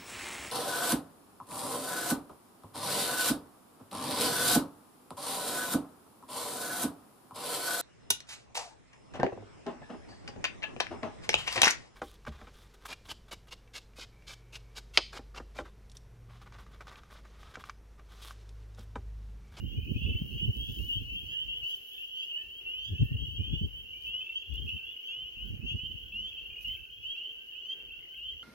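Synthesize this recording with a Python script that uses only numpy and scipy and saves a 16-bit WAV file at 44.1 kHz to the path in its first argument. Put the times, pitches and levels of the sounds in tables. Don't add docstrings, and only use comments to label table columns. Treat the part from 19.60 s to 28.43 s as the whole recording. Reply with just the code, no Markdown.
import sys
import numpy as np
from scipy import signal
from scipy.fft import rfft, irfft, next_fast_len
from scipy.io import wavfile
from scipy.ndimage import map_coordinates

SR = 44100
rng = np.random.default_rng(int(sys.argv[2]) if len(sys.argv) > 2 else 0)


def master_out(mix):
    frames = np.transpose(np.atleast_2d(mix))
    ceiling = np.clip(frames, -1, 1)
    pcm = np.round(ceiling * 32767).astype(np.int16)
    wavfile.write(sys.argv[1], SR, pcm)


def convert_level_to_amplitude(level_db):
    exponent = np.asarray(level_db, float) / 20
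    return 10 ** exponent


N = 389403


def unit(x):
    return x / np.sqrt(np.mean(x ** 2) + 1e-20)


def along(points, hz):
    f, v = np.transpose(points)
    return np.interp(np.log(hz + 1), np.log(f + 1), v)


def curves(rows):
    s, *columns = np.transpose(rows)
    return [np.interp(np.arange(N) / SR, s, column) for column in columns]


def wobble(rate, size=16):
    knots = rng.standard_normal((2, N // 100))
    coarse = np.arange(0, N + size, size)
    smooth = [map_coordinates(k, [coarse * rate / SR]) for k in knots]
    return np.array([np.interp(np.arange(N), coarse, c) for c in smooth])


def noise(spectrum, alike=[(100, 0)]):
    m = next_fast_len(N)
    hz = np.fft.rfftfreq(m, 1 / SR)
    turn = np.arccos(np.clip(along(alike, hz), -1, 1)) / 2
    colour = convert_level_to_amplitude(along(spectrum, hz))
    pair = rfft(rng.standard_normal((2, m))) * colour * [np.cos(turn), np.sin(turn)]
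    mid, side = irfft(pair, m)[:, :N]
    return unit(np.array([mid + side, mid - side]))


# multiple of the whistle's frequency,
# level in dB against the call's overtone level.
THROAT_PARTIALS = [(.5, -16), (1.5, -2), (2, -1)]


def add_whistle(out, s, length, start_hz, end_hz, db, lag_ms, bend, shape,
                pan_db=0, overtone_db=-44, sac_hz=2950):
    t = np.arange(round(length * SR)) / SR - np.array([[lag_ms / 2], [-lag_ms / 2]]) / 1000
    u = np.clip(t / length, 0, 1)
    rise = u + bend * u * (1 - u)
    risen = u ** 2 / 2 + bend * (u ** 2 / 2 - u ** 3 / 3)
    glide_hz = end_hz - start_hz
    phase = 2 * np.pi * (start_hz * t + glide_hz * length * risen) + rng.uniform(0, 2 * np.pi)
    sac_db = -3 * ((start_hz + glide_hz * rise - sac_hz) / 460) ** 2
    voice = np.sin(phase)
    for multiple, partial_db in THROAT_PARTIALS:
        voice = voice + convert_level_to_amplitude(overtone_db + partial_db + 2.5 * (u - 1.64)) * np.sin(multiple * phase)
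    shimmer_db = 2.8 * np.interp(t[0] * 60, np.arange(40), rng.standard_normal(40))
    rasp_db = 1.2 * np.interp(t[0] * 500, np.arange(300), rng.standard_normal(300))
    sides_db = np.array([[pan_db / 2], [-pan_db / 2]])
    call = convert_level_to_amplitude(db + sac_db + shimmer_db + rasp_db + sides_db) * shape(np.abs(t), u) * voice
    part = out[:, round(s * SR):][:, :t.shape[1]]
    part += call[:, :part.shape[1]]


def ahead_lag_ms(s):
    return 0.21 - 0.027 * s


def peep_shape(t, u):
    start, end = np.minimum(t / .005, 1), np.minimum((1 - u) / .1, 1)
    return start * convert_level_to_amplitude(0.54 * u) * end


def trill_shape(rate, swell_db):
    uneven_db = 2.5 * rng.standard_normal(40)

    def shape(t, u):
        cycle = rate * t
        pulses = .03 + np.abs(np.sin(np.pi * (cycle % 1) ** .5)) ** 2.4
        end = np.minimum((1 - u) / 0.018, 1)
        return pulses * convert_level_to_amplitude(uneven_db[cycle.astype(int)]) * convert_level_to_amplitude(swell_db * u) * end
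    return shape


# start in seconds, length in seconds, start frequency in Hz,
# level in dB before the sac resonance and the shimmer, calling place ("low" names a gentle glide, not a pitch).
NEAR_PEEPS = [(0.12, 0.13, 2780, -47.5, "d"), (0.357, 0.19, 2900, -56, "d"), (0.784, 0.1, 2436, -54.5, "d"),
              (1.135, 0.058, 2970, -44.5, "d"), (.248, 0.064, 2910, -50, "c"),
              (0.288, 0.035, 2750, -40, "c"), (0.403, 0.13, 2672, -41, "d"),
              (0.378, 0.14, 3230, -52.5, "high"), (0.458, 0.092, 3200, -58, "c"),
              (0.524, 0.11, 2870, -43.5, "d"), (0.714, 0.12, 2657, -45.5, "d"),
              (0.727, 0.12, 2900, -59, "b"), (0.705, 0.11, 2744, -46.5, "close"),
              (0.795, 0.067, 2811, -31, "b"), (.842, 0.21, 2684, -42, "c"), (0.952, 0.18, 2930, -45, "b"),
              (0.998, 0.13, 2830, -68, "c"), (0.999, .12, 3160, -41, "high"),
              (1.075, 0.044, 2547, -51.5, "d"), (1.184, 0.11, 2703, -40.5, "d"),
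              (1.26, 0.13, 2440, -50, "c"), (1.286, 0.11, 2840, -31, "c"), (1.299, 0.09, 2716, -41, "d"),
              (1.386, 0.18, 2660, -46.5, "d"), (1.544, 0.11, 2980, -48, "c"), (1.55, 0.048, 3140, -40, "b"),
              (1.684, 0.089, 2974, -43.5, "d"), (1.701, 0.15, 2736, -35.5, "b"),
              (1.69, 0.12, 3200, -58, "high"), (1.767, 0.071, 2870, -33, "c"), (1.83, 0.13, 2750, -48, "d"),
              (1.86, 0.12, 3020, -41, "c"), (1.878, 0.14, 2680, -36.5, "b"), (1.885, 0.1, 2760, -48, "c"),
              (1.493, 0.11, 2690, -39, "low"), (1.649, 0.1, 2860, -46, "close"),
              (2.067, 0.057, 2950, -48.5, "d"), (2.01, .12, 2815, -39.5, "d"),
              (2.024, 0.11, 2800, -45.5, "close"), (2.027, 0.13, 2635, -36.5, "c"),
              (2.457, .065, 3070, -52, "close"), (2.667, 0.063, 2950, -40, "high"),
              (2.31, 0.081, 3280, -45, "high"), (2.378, 0.084, 2614, -34.5, "c"),
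              (2.508, 0.12, 2928, -41, "b"), (2.55, 0.11, 2800, -45, "close"),
              (2.568, 0.079, 2850, -36.5, "b"), (2.615, 0.11, 2670, -39, "d"),
              (2.71, 0.12, 2753, -36.5, "d"), (2.745, 0.037, 2816, -35, "d"), (2.908, 0.1, 2980, -44, "d"),
              (3.06, 0.19, 2684, -36, "b"), (3.085, 0.057, 3120, -50, "d"), (3.131, 0.12, 2435, -49.5, "c"),
              (3.187, .12, 2780, -42.5, "close"), (3.245, 0.07, 3340, -47, "high"),
              (3.345, 0.087, 2926, -40.5, "high"), (3.578, 0.092, 3060, -40.5, "d"),
              (3.785, 0.26, 2410, -55.5, "low"), (3.665, 0.13, 2930, -42.5, "d"),
              (3.76, 0.1, 2788, -40.5, "c"), (3.803, 0.12, 2790, -49.5, "close"),
              (3.848, 0.12, 3110, -41.5, "high"), (3.929, 0.14, 2800, -39.5, "d"),
              (4.126, 0.099, 2915, -42, "d"), (4.329, 0.17, 2300, -54.5, "low"),
              (4.939, 0.061, 2760, -40.5, "c"), (4.287, 0.095, 2690, -42, "c"),
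              (4.433, 0.12, 2975, -43.5, "d"), (4.445, 0.067, 2826, -39.5, "c"),
              (4.465, 0.18, 2623, -37, "b"), (4.608, 0.13, 3210, -55.5, "close"),
              (4.752, 0.033, 3070, -34, "d"), (4.742, 0.09, 2916, -42.5, "close"),
              (5.074, .12, 2780, -40, "b"), (5.078, 0.11, 2710, -38, "d"), (5.185, 0.17, 2510, -47.5, "c"),
              (5.249, 0.085, 3260, -46.5, "high"), (5.442, 0.077, 3076, -50.5, "c"),
              (5.452, 0.092, 2900, -46.5, "c"), (5.425, 0.13, 2820, -42.5, "close"),
              (5.485, 0.16, 2688, -36, "b"), (5.515, 0.16, 2360, -54.5, "a"),
              (5.629, 0.072, 2760, -40.5, "c"), (5.76, 0.122, 2686, -44.5, "c"),
              (6.045, 0.09, 2940, -44, "close"), (6.062, 0.085, 2710, -36, "d"),
              (5.805, 0.087, 3040, -51, "b"), (6.013, .07, 2526, -53.5, "b"),
              (6.184, 0.099, 2866, -37.5, "b"), (6.67, .07, 2550, -55, "b"),
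              (6.775, 0.053, 2830, -42.5, "a"), (6.442, 0.12, 2650, -73, "b"), (6.1, 0.11, 2575, -43, "c"),
              (6.189, 0.097, 2540, -48, "c"), (6.253, 0.075, 2800, -42, "b"),
              (6.354, 0.04, 2750, -44.5, "c"), (6.52, 0.16, 2628, -36.5, "c"),
              (6.577, 0.13, 2800, -43, "close"), (6.745, 0.069, 3120, -44.5, "low"),
              (7.044, 0.12, 2836, -37, "b"), (7.048, 0.082, 2685, -40.5, "d"),
              (7.424, 0.11, 2816, -43, "close"), (7.428, .14, 2580, -46.5, "d"),
              (7.445, 0.095, 2870, -38, "a"), (7.61, 0.084, 2675, -48.5, "b"),
              (7.63, .09, 3102, -47, "low"), (8.533, 0.054, 2475, -54, "b"),
              (8.555, 0.042, 2905, -47, "low"), (7.549, 0.05, 2590, -41.5, "b"),
              (7.554, 0.17, 2690, -40.5, "b"), (7.555, 0.11, 2936, -48.5, "c"),
              (7.635, 0.034, 2995, -52, "a"), (7.299, 0.053, 3060, -49, "c"),
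              (7.358, 0.08, 3160, -53.5, "c"), (7.694, 0.14, 2727, -52.5, "c"),
              (7.82, 0.037, 3280, -68, "high"), (7.88, 0.18, 2820, -54.5, "c"),
              (7.921, 0.1, 2727, -46.5, "c"), (7.95, 0.11, 2550, -50.5, "c"),
              (8.204, 0.053, 2870, -61, "b"), (8.17, 0.054, 3120, -50.5, "low"),
              (8.031, 0.11, 2750, -43, "close"), (8.07, 0.075, 3000, -38, "c"),
              (8.281, 0.19, 2570, -59, "b"), (8.503, 0.077, 2980, -49, "c"),
              (8.618, 0.12, 2690, -49.5, "close"), (8.571, 0.18, 2717, -42.5, "b"),
              (8.627, 0.084, 3022, -40.5, "d"), (8.789, 0.083, 3010, -46.5, "d")]
CALLING_PLACES = {"a": (-0.084, -46, 1.5), "b": (-0.026, -40, 0.9), "c": (0.0008, -41, 1.01),
                  "d": (0.097, -36.5, 0.83), "close": (0.077, -23, 1.5), "high": (0.0053, -28.5, 1),
                  "low": (0.0098, -41, 0.39)}


def near_peeps():
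    out = np.zeros((2, N))
    jump_hz, climb_hz_per_s, ceiling, middle_hz = 127.5, 2100, 0.292, 2800
    chances = rng.standard_normal((len(NEAR_PEEPS), 2))
    for (s, length, hz, db, place), (side, rich) in zip(NEAR_PEEPS, chances):
        lag_ms, overtone_db, steep = CALLING_PLACES[place]
        rise_hz = steep * (jump_hz + climb_hz_per_s * length - ceiling * (hz - middle_hz))
        add_whistle(out, s, length, hz, hz + rise_hz, db, lag_ms + ahead_lag_ms(s), .35, peep_shape,
                    3 * side, overtone_db + 4.0 * rich)
    return out


# start in seconds, length in seconds, start frequency in Hz,
# level in dB before resonance, shimmer and pulsing, pulses per second.
NEAR_TRILLS = [(0, 0.094, 2800, -46.5, 36), (0.156, 0.33, 2770, -69, 40), (2.174, 0.1, 2760, -55, 28),
               (2.277, 0.18, 3030, -46, 34), (0.171, 0.12, 2460, -50.5, 40), (.358, 0.22, 2556, -40.5, 30),
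               (1.269, 0.15, 3290, -52.5, 71), (2.688, 0.29, 2563, -54, 24), (3.357, 0.34, 2670, -45.5, 48),
               (4.606, 0.18, 2614, -39, 34.5), (4.688, 0.31, 3140, -52, 47), (4.975, 0.12, 3126, -40.5, 27),
               (4.793, 0.18, 2744, -50, 38), (5.063, 0.35, 2620, -42.5, 40), (5.614, 0.15, 2556, -57.5, 37),
               (5.83, 0.14, 2702, -57.5, 35.6), (6.37, 0.18, 3125, -51, 47),
               (6.722, 0.29, 2627, -43.5, 45.5), (6.901, 0.14, 2453, -46, 38), (6.92, 0.092, 2860, -45, 50),
               (7.016, 0.15, 2500, -55, 28), (7.148, 0.11, 2624, -45, 49), (8.022, 0.26, 2613, -54, 34),
               (8.304, 0.092, 2693, -41.5, 36)]


def near_trills():
    out = np.zeros((2, N))
    climb_hz_per_s, swell_db_per_s = 850, 13
    for s, length, hz, db, rate in NEAR_TRILLS:
        shape = trill_shape(rate, swell_db_per_s * length)
        add_whistle(out, s, length, hz, hz + climb_hz_per_s * length, db, 0.47 * ahead_lag_ms(s), -.2, shape)
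    return out


# start in seconds, length in seconds,
# start frequency in Hz, level in dB before resonance and shimmer.
LOW_WHISTLES = [(1.11, 0.049, 1720, -72), (1.713, 0.055, 1684, -57), (2.344, 0.053, 1720, -63),
                (2.77, 0.071, 1742, -56.5), (3.266, 0.13, 1616, -64), (3.42, 0.14, 1745, -61),
                (3.91, 0.053, 1600, -68), (4.25, 0.085, 1520, -73), (4.63, .07, 1650, -81),
                (5.176, 0.084, 1506, -68), (5.268, 0.052, 1630, -73), (5.471, 0.053, 1540, -68.5),
                (5.84, 0.053, 1484, -63), (6.436, 0.053, 1482, -63.5), (7.137, 0.071, 1534, -64),
                (7.25, 0.071, 1470, -67.5), (7.55, 0.045, 1470, -67), (7.75, 0.12, 1500, -68.5),
                (7.892, .06, 1740, -66), (7.95, 0.08, 1466, -70), (8.132, 0.072, 1544, -64.5),
                (8.2, .08, 1470, -67), (8.315, 0.057, 1480, -66), (8.36, 0.049, 1420, -72),
                (8.503, 0.09, 1510, -65), (8.63, 0.056, 1465, -73)]


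def low_whistles():
    out = np.zeros((2, N))
    climb_hz_per_s = 1000
    for s, length, hz, db in LOW_WHISTLES:
        add_whistle(out, s, length, hz, hz + climb_hz_per_s * length, db, .28, .3, peep_shape, sac_hz=hz)
    return out


# start in seconds, level in dB before a common lift of 6.5 dB
# and the envelope, frequency in Hz.
LOW_CLUCKS = [(.515, -58, 2300), (.55, -53, 2270), (.585, -57, 2210), (4.66, -56, 2300), (4.69, -61, 2260),
              (4.72, -58, 2270), (4.75, -61, 2250), (5.36, -58, 2250), (5.44, -59, 2270),
              (6.955, -53, 2250), (7.0794, -61, 1980), (7.0978, -51, 2150), (7.1312, -54, 2080),
              (7.1676, -50, 2300), (7.515, -62, 1960), (8.1045, -57.5, 2040), (8.405, -59, 2060),
              (8.4267, -54, 2130), (8.4522, -54, 2040), (8.4791, -58, 2010), (8.5425, -53, 2170),
              (8.7326, -56, 2040)]


def clucks():
    out, t = np.zeros(N + SR), np.arange(SR // 10) / SR
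    rise = 1 - np.exp(-t / 0.0018)
    for s, db, hz in LOW_CLUCKS:
        fade = convert_level_to_amplitude(db + 6.5 - 60 * t / 0.029)
        out[round(s * SR):][:len(t)] += fade * rise * np.sin(2 * np.pi * hz * t)
    return np.array([out[:N], np.roll(out[:N], -5)])


def far_frogs(count=720):
    out = np.zeros((2, N))
    base_db = -58.5
    for moment, (a, b, c, d, e) in zip(rng.uniform(0, 1, count), rng.standard_normal((count, 5))):
        s, start_hz, lag_ms = moment * N / SR, 2775 + 130 * a, 0.15 + 0.067 * e
        db = base_db - 3 * abs(d)
        if b > .45:
            add_whistle(out, s, .3, start_hz, start_hz + 280, db + 4.5, lag_ms, -.4,
                        trill_shape(36 + 5 * c, 1.0))
        else:
            end_hz = start_hz + 340 + 50 * c - 40 * a
            add_whistle(out, s, 0.1 + 0.01416 * b, start_hz, end_hz, db + 6.0, lag_ms, .25,
                        peep_shape, overtone_db=-28)
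    return out


def forest(x):
    t = np.arange(SR // 2) / SR
    fade = convert_level_to_amplitude(-60 * t / .32) * (1 - np.exp(-t / .008))
    tail = rng.standard_normal((2, len(t))) * fade
    return signal.fftconvolve(x, tail / np.linalg.norm(tail[0]), axes=1)[:, :N]


# time in seconds, level in dB, left over right in dB.
WIND_LEVELS = [(0.0, -40, -9), (.34, -33.5, -8), (.58, -36.5, -12), (.69, -41, -1), (.9, -36.5, -9),
               (1.33, -40.5, -9.5), (1.6, -47, -11.5), (2.05, -67, -27), (2.48, -71, -13), (3.24, -58, 14),
               (3.32, -51, 14), (3.46, -45, 7), (3.91, -37.5, 17), (4.2, -54.5, 21), (4.6, -58, -4),
               (4.84, -77, 34), (5.09, -40, 9), (5.24, -59.5, 16), (5.56, -72, -32.5), (6.05, -38.5, 2.5),
               (6.66, -53, -9), (6.76, -65.5, -19), (7.08, -53.5, -16.5), (7.4, -60.5, -9),
               (7.72, -75, -13.5), (8.83, -57.5, -6)]
# frequency in Hz, density in dB per Hz.
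BUFFET_SPECTRUM = [(12, -53.5), (20, -11.5), (49, 6), (70, -1.5), (140, -11), (227, -31.5), (250, -26),
                   (320, -28), (550, -120)]
# frequency in Hz, density in dB per Hz.
FLUTTER_SPECTRUM = [(120, -18.5), (200, 5), (399, -8), (638, -28), (704, -38), (800, -52), (1040, -62.5),
                    (1760, -120)]


def wind():
    db, pan_db = curves(WIND_LEVELS)
    sides_db = np.array([pan_db / 2, -pan_db / 2])
    lumps = unit(convert_level_to_amplitude(2 * wobble(11)[0] + 3 * wobble(28)[0] + 2.5 * wobble(28)))
    buffet = convert_level_to_amplitude(db + sides_db) * lumps * noise(BUFFET_SPECTRUM, [(100, 0.24)])
    ragged = unit(convert_level_to_amplitude(9.1 * np.tanh(2.0 * wobble(30))))
    flutter_db = -52.5 + 1.29 * (db + 39.5) + 0.067 * sides_db
    push = convert_level_to_amplitude(flutter_db) * unit(ragged * lumps ** 0.86)
    thumps, thump_push = eddies()
    return buffet + thumps + (push + thump_push) * noise(FLUTTER_SPECTRUM)


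# (0.626 of it, in seconds, is the Gaussian's width).
EDDY_HITS = [(0.042, -28.5, -12.5, 0.019), (0.113, -35, 2, 0.011), (0.185, -20.5, -1.5, 0.021),
             (0.274, -40, -18, 0.018), (0.316, -21.5, -11, .012), (0.365, -19, 9, .016),
             (.421, -26.5, -10, 0.0076), (0.464, -26.5, -10, 0.02), (0.51, -22, 3, 0.034),
             (0.557, -20.5, 1, 0.021), (0.62, -15, -0.5, 0.0052), (0.762, -29.5, -7, 0.019),
             (0.833, -25.5, -16, .008), (0.858, -26, -15, .014), (0.894, -15, -2, 0.022),
             (.995, -35, 4, .02), (1.097, -28.5, 1, 0.018), (1.131, -31.5, -2, .012),
             (1.202, -28.5, -3, 0.022), (1.248, -31, -2, 0.021), (1.369, -26.5, 14.5, 0.014),
             (1.417, -26.5, -4, 0.02), (1.531, -35, 6, .03), (1.896, -39, 0, 0.063),
             (3.332, -20.5, 1, 0.042), (3.41, -15.5, 0, 0.02), (3.428, -11.5, 2, 0.02),
             (3.456, -22.5, 1, 0.01346), (3.52, -19.5, 1.5, 0.012), (3.553, -20.5, 1.5, 0.022),
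             (3.623, -30.5, -9, .011), (3.686, -27, -1, 0.011), (3.807, -21.5, -9, 0.027),
             (3.901, -27, 14, 0.043), (3.939, -17.5, -2.5, 0.0086), (4.017, -20, -2, 0.0067),
             (4.046, -19, 1, 0.035), (4.492, -42.5, 4, 0.053), (4.929, -32.5, 19, 0.0538),
             (5.005, -32, 18, 0.043), (5.06, -32.5, -9, 0.027), (5.1, -42, -8, 0.016),
             (5.154, -32.5, 9.5, 0.036), (5.866, -43.5, -29, 0.094), (5.908, -26, -1, 0.014),
             (5.941, -28, -8, 0.02), (5.967, -35.5, 0, .008), (5.775, -44, -7, .008), (6, -33.5, -13, .014),
             (6.045, -29.5, -3, .018), (6.121, -29, -4, 0.0092), (6.152, -22.5, -2, 0.021),
             (6.237, -33, 5, 0.0068), (6.316, -36.5, -3, .025), (6.354, -39.5, 16, 0.02),
             (6.594, -39.5, -3, 0.13), (6.886, -67.5, -26, 0.11), (8.273, -51, -9, 0.075)]


def eddies():
    thumps, push = np.zeros((2, N)), np.zeros((2, N))
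    rumble, t = noise(BUFFET_SPECTRUM), np.arange(N) / SR
    chances = rng.standard_normal((len(EDDY_HITS), 3))
    for (s, db, pan_db, width), (turn, skew, pitch) in zip(EDDY_HITS, chances):
        near = slice(max(round((s - .1) * SR), 0), round((s + .1) * SR))
        u = (t[near] - s) / (0.626 * width)
        lump = convert_level_to_amplitude(db + np.array([[pan_db / 2], [-pan_db / 2]])) * np.exp(-u ** 2)
        hz = (83.5 + 0.87 * (db + 27.5)) * (0.02516 / width) ** 0.33
        hz = hz * np.exp(.12 * pitch - 0.2047 * np.clip(u, -2, 2))
        side_phase = .95 * np.tanh(1.5 * skew) * np.array([[1], [-1]])
        swing = np.sin(2 * np.pi * np.cumsum(hz) / SR + 3 * turn + side_phase)
        swing = swing + 0.32 * (swing ** 2 - .5)
        thumps[:, near] += lump * (.55 * swing + .2 * rumble[:, near])
        push[:, near] += convert_level_to_amplitude(-24.5) * lump
    return thumps, push


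# time in seconds, level in dB.
GRASS_HISS = [(0.0, -60.5), (1.5, -55.5), (3.05, -58.5), (8.83, -62)]
# middle in seconds, peak level of the movement in dB,
# Gaussian width in seconds.
GRASS_BRUSHES = [(.95, -63.5, 0.67), (1.189, -52, 0.12), (2.1, -50, 0.027), (2.158, -49.5, 0.011),
                 (2.303, -59, 0.15), (3.319, -68.5, 0.019), (3.459, -65, 0.029), (3.693, -68.5, 0.023),
                 (4.471, -55, 0.02), (4.595, -64.5, 0.0049), (5.09, -62, 0.073), (7.029, -52, 0.018),
                 (7.088, -56, 0.089)]
# start in seconds, starting level in dB before the noise carrier.
STEM_SNAPS = [(0.68, -60.5), (0.9694, -40), (1.038, -54.5), (1.0986, -60.5), (1.1774, -52), (1.354, -53.5),
              (2.04, -48), (2.075, -51.5), (2.1112, -43), (2.155, -49.5), (2.17, -44), (2.6667, -63.5),
              (3.6873, -60), (4.423, -42.5), (4.436, -45.5), (4.941, -42.5), (4.9574, -38.5),
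              (5.149, -55.5), (5.198, -57.5), (5.856, -45), (6.602, -50), (6.865, -51.5), (6.969, -51.5),
              (7.011, -46.5), (7.083, -42)]
# frequency in Hz, density in dB per Hz.
RUSTLE_SPECTRUM = [(4120, -50), (7000, -24.5), (9740, -20), (11300, -7), (13700, -0.5), (15000, -4.5),
                   (15800, 6.5)]
# frequency in Hz, density in dB per Hz.
REED_SPECTRUM = [(2120, -46.5), (3500, 0), (3950, -5.5), (4380, -3.5), (6350, -3), (8240, -14.5),
                 (9000, -46.5), (11700, -50.5), (19800, -120)]


def grass():
    now = np.arange(N) / SR
    moving = convert_level_to_amplitude(curves(GRASS_HISS)[0])
    for s, db, width in GRASS_BRUSHES:
        moving = moving + convert_level_to_amplitude(db) * np.exp(-((now - s) / width) ** 2)
    ticks = convert_level_to_amplitude(1.6 * wobble(90) + 2.1 * wobble(400) + 1.2 * wobble(9)[0])
    click = convert_level_to_amplitude(-60 * np.arange(SR // 50) / SR / .004)
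    odds, size = rng.uniform(0, 1, N), rng.exponential(1, N)
    crackles = odds < 25 / SR * (moving / convert_level_to_amplitude(-59.5)) ** .8
    starts = crackles * moving * convert_level_to_amplitude(0.7 * size)
    for s, snap_db in STEM_SNAPS:
        starts[round(s * SR)] += convert_level_to_amplitude(snap_db)
    crackle = signal.fftconvolve(starts, click)[:N]
    bright = (moving * unit(ticks) + crackle) * noise(RUSTLE_SPECTRUM) * convert_level_to_amplitude([[-1.2], [1.2]])
    body = convert_level_to_amplitude(-10.0) * (crackle + convert_level_to_amplitude(-10.0) * moving) * noise(REED_SPECTRUM)
    return bright + body


def reeds():
    patchy_db = .8 * wobble(5)[0] + 1.5 * wobble(30)
    return convert_level_to_amplitude(-78.0 + patchy_db) * noise(REED_SPECTRUM)


# frequency in Hz, density in dB per Hz.
AIR_SPECTRUM = [(15, -47.5), (25, -7.5), (71, -12), (220, -7.5), (419, 1), (635, -9.5), (1060, -15),
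                (1330, -14.5), (1520, -10), (1700, -13.5), (2300, -9.5), (2990, 2.5), (5060, -120)]
# frequency in Hz, coherence (0 to 1).
AIR_LIKENESS = [(100, 0), (300, 0.96), (700, 0.29), (1500, 0)]


def far_air():
    drift_db = 1.2 * wobble(3)[0] + 1.5 * wobble(9)[0]
    return convert_level_to_amplitude(-65 + drift_db) * noise(AIR_SPECTRUM, AIR_LIKENESS)


def scene():
    frogs = near_peeps() + near_trills() + low_whistles() + clucks() + far_frogs()
    return frogs + convert_level_to_amplitude(-10.5) * forest(frogs) + wind() + grass() + far_air() + reeds()


def low_pass(x):
    return signal.sosfilt(signal.butter(12, 16520, fs=SR, output="sos"), x)


def record(dry):
    m = next_fast_len(N)
    hz = np.fft.rfftfreq(m, 1 / SR)
    response = (hz < 15830) / (1 + (40 / (hz + 1)) ** 3)
    mix = irfft(rfft(dry, m) * response, m)[:, :N]
    return low_pass(mix)


dry = scene()
out = record(dry)
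master_out(out)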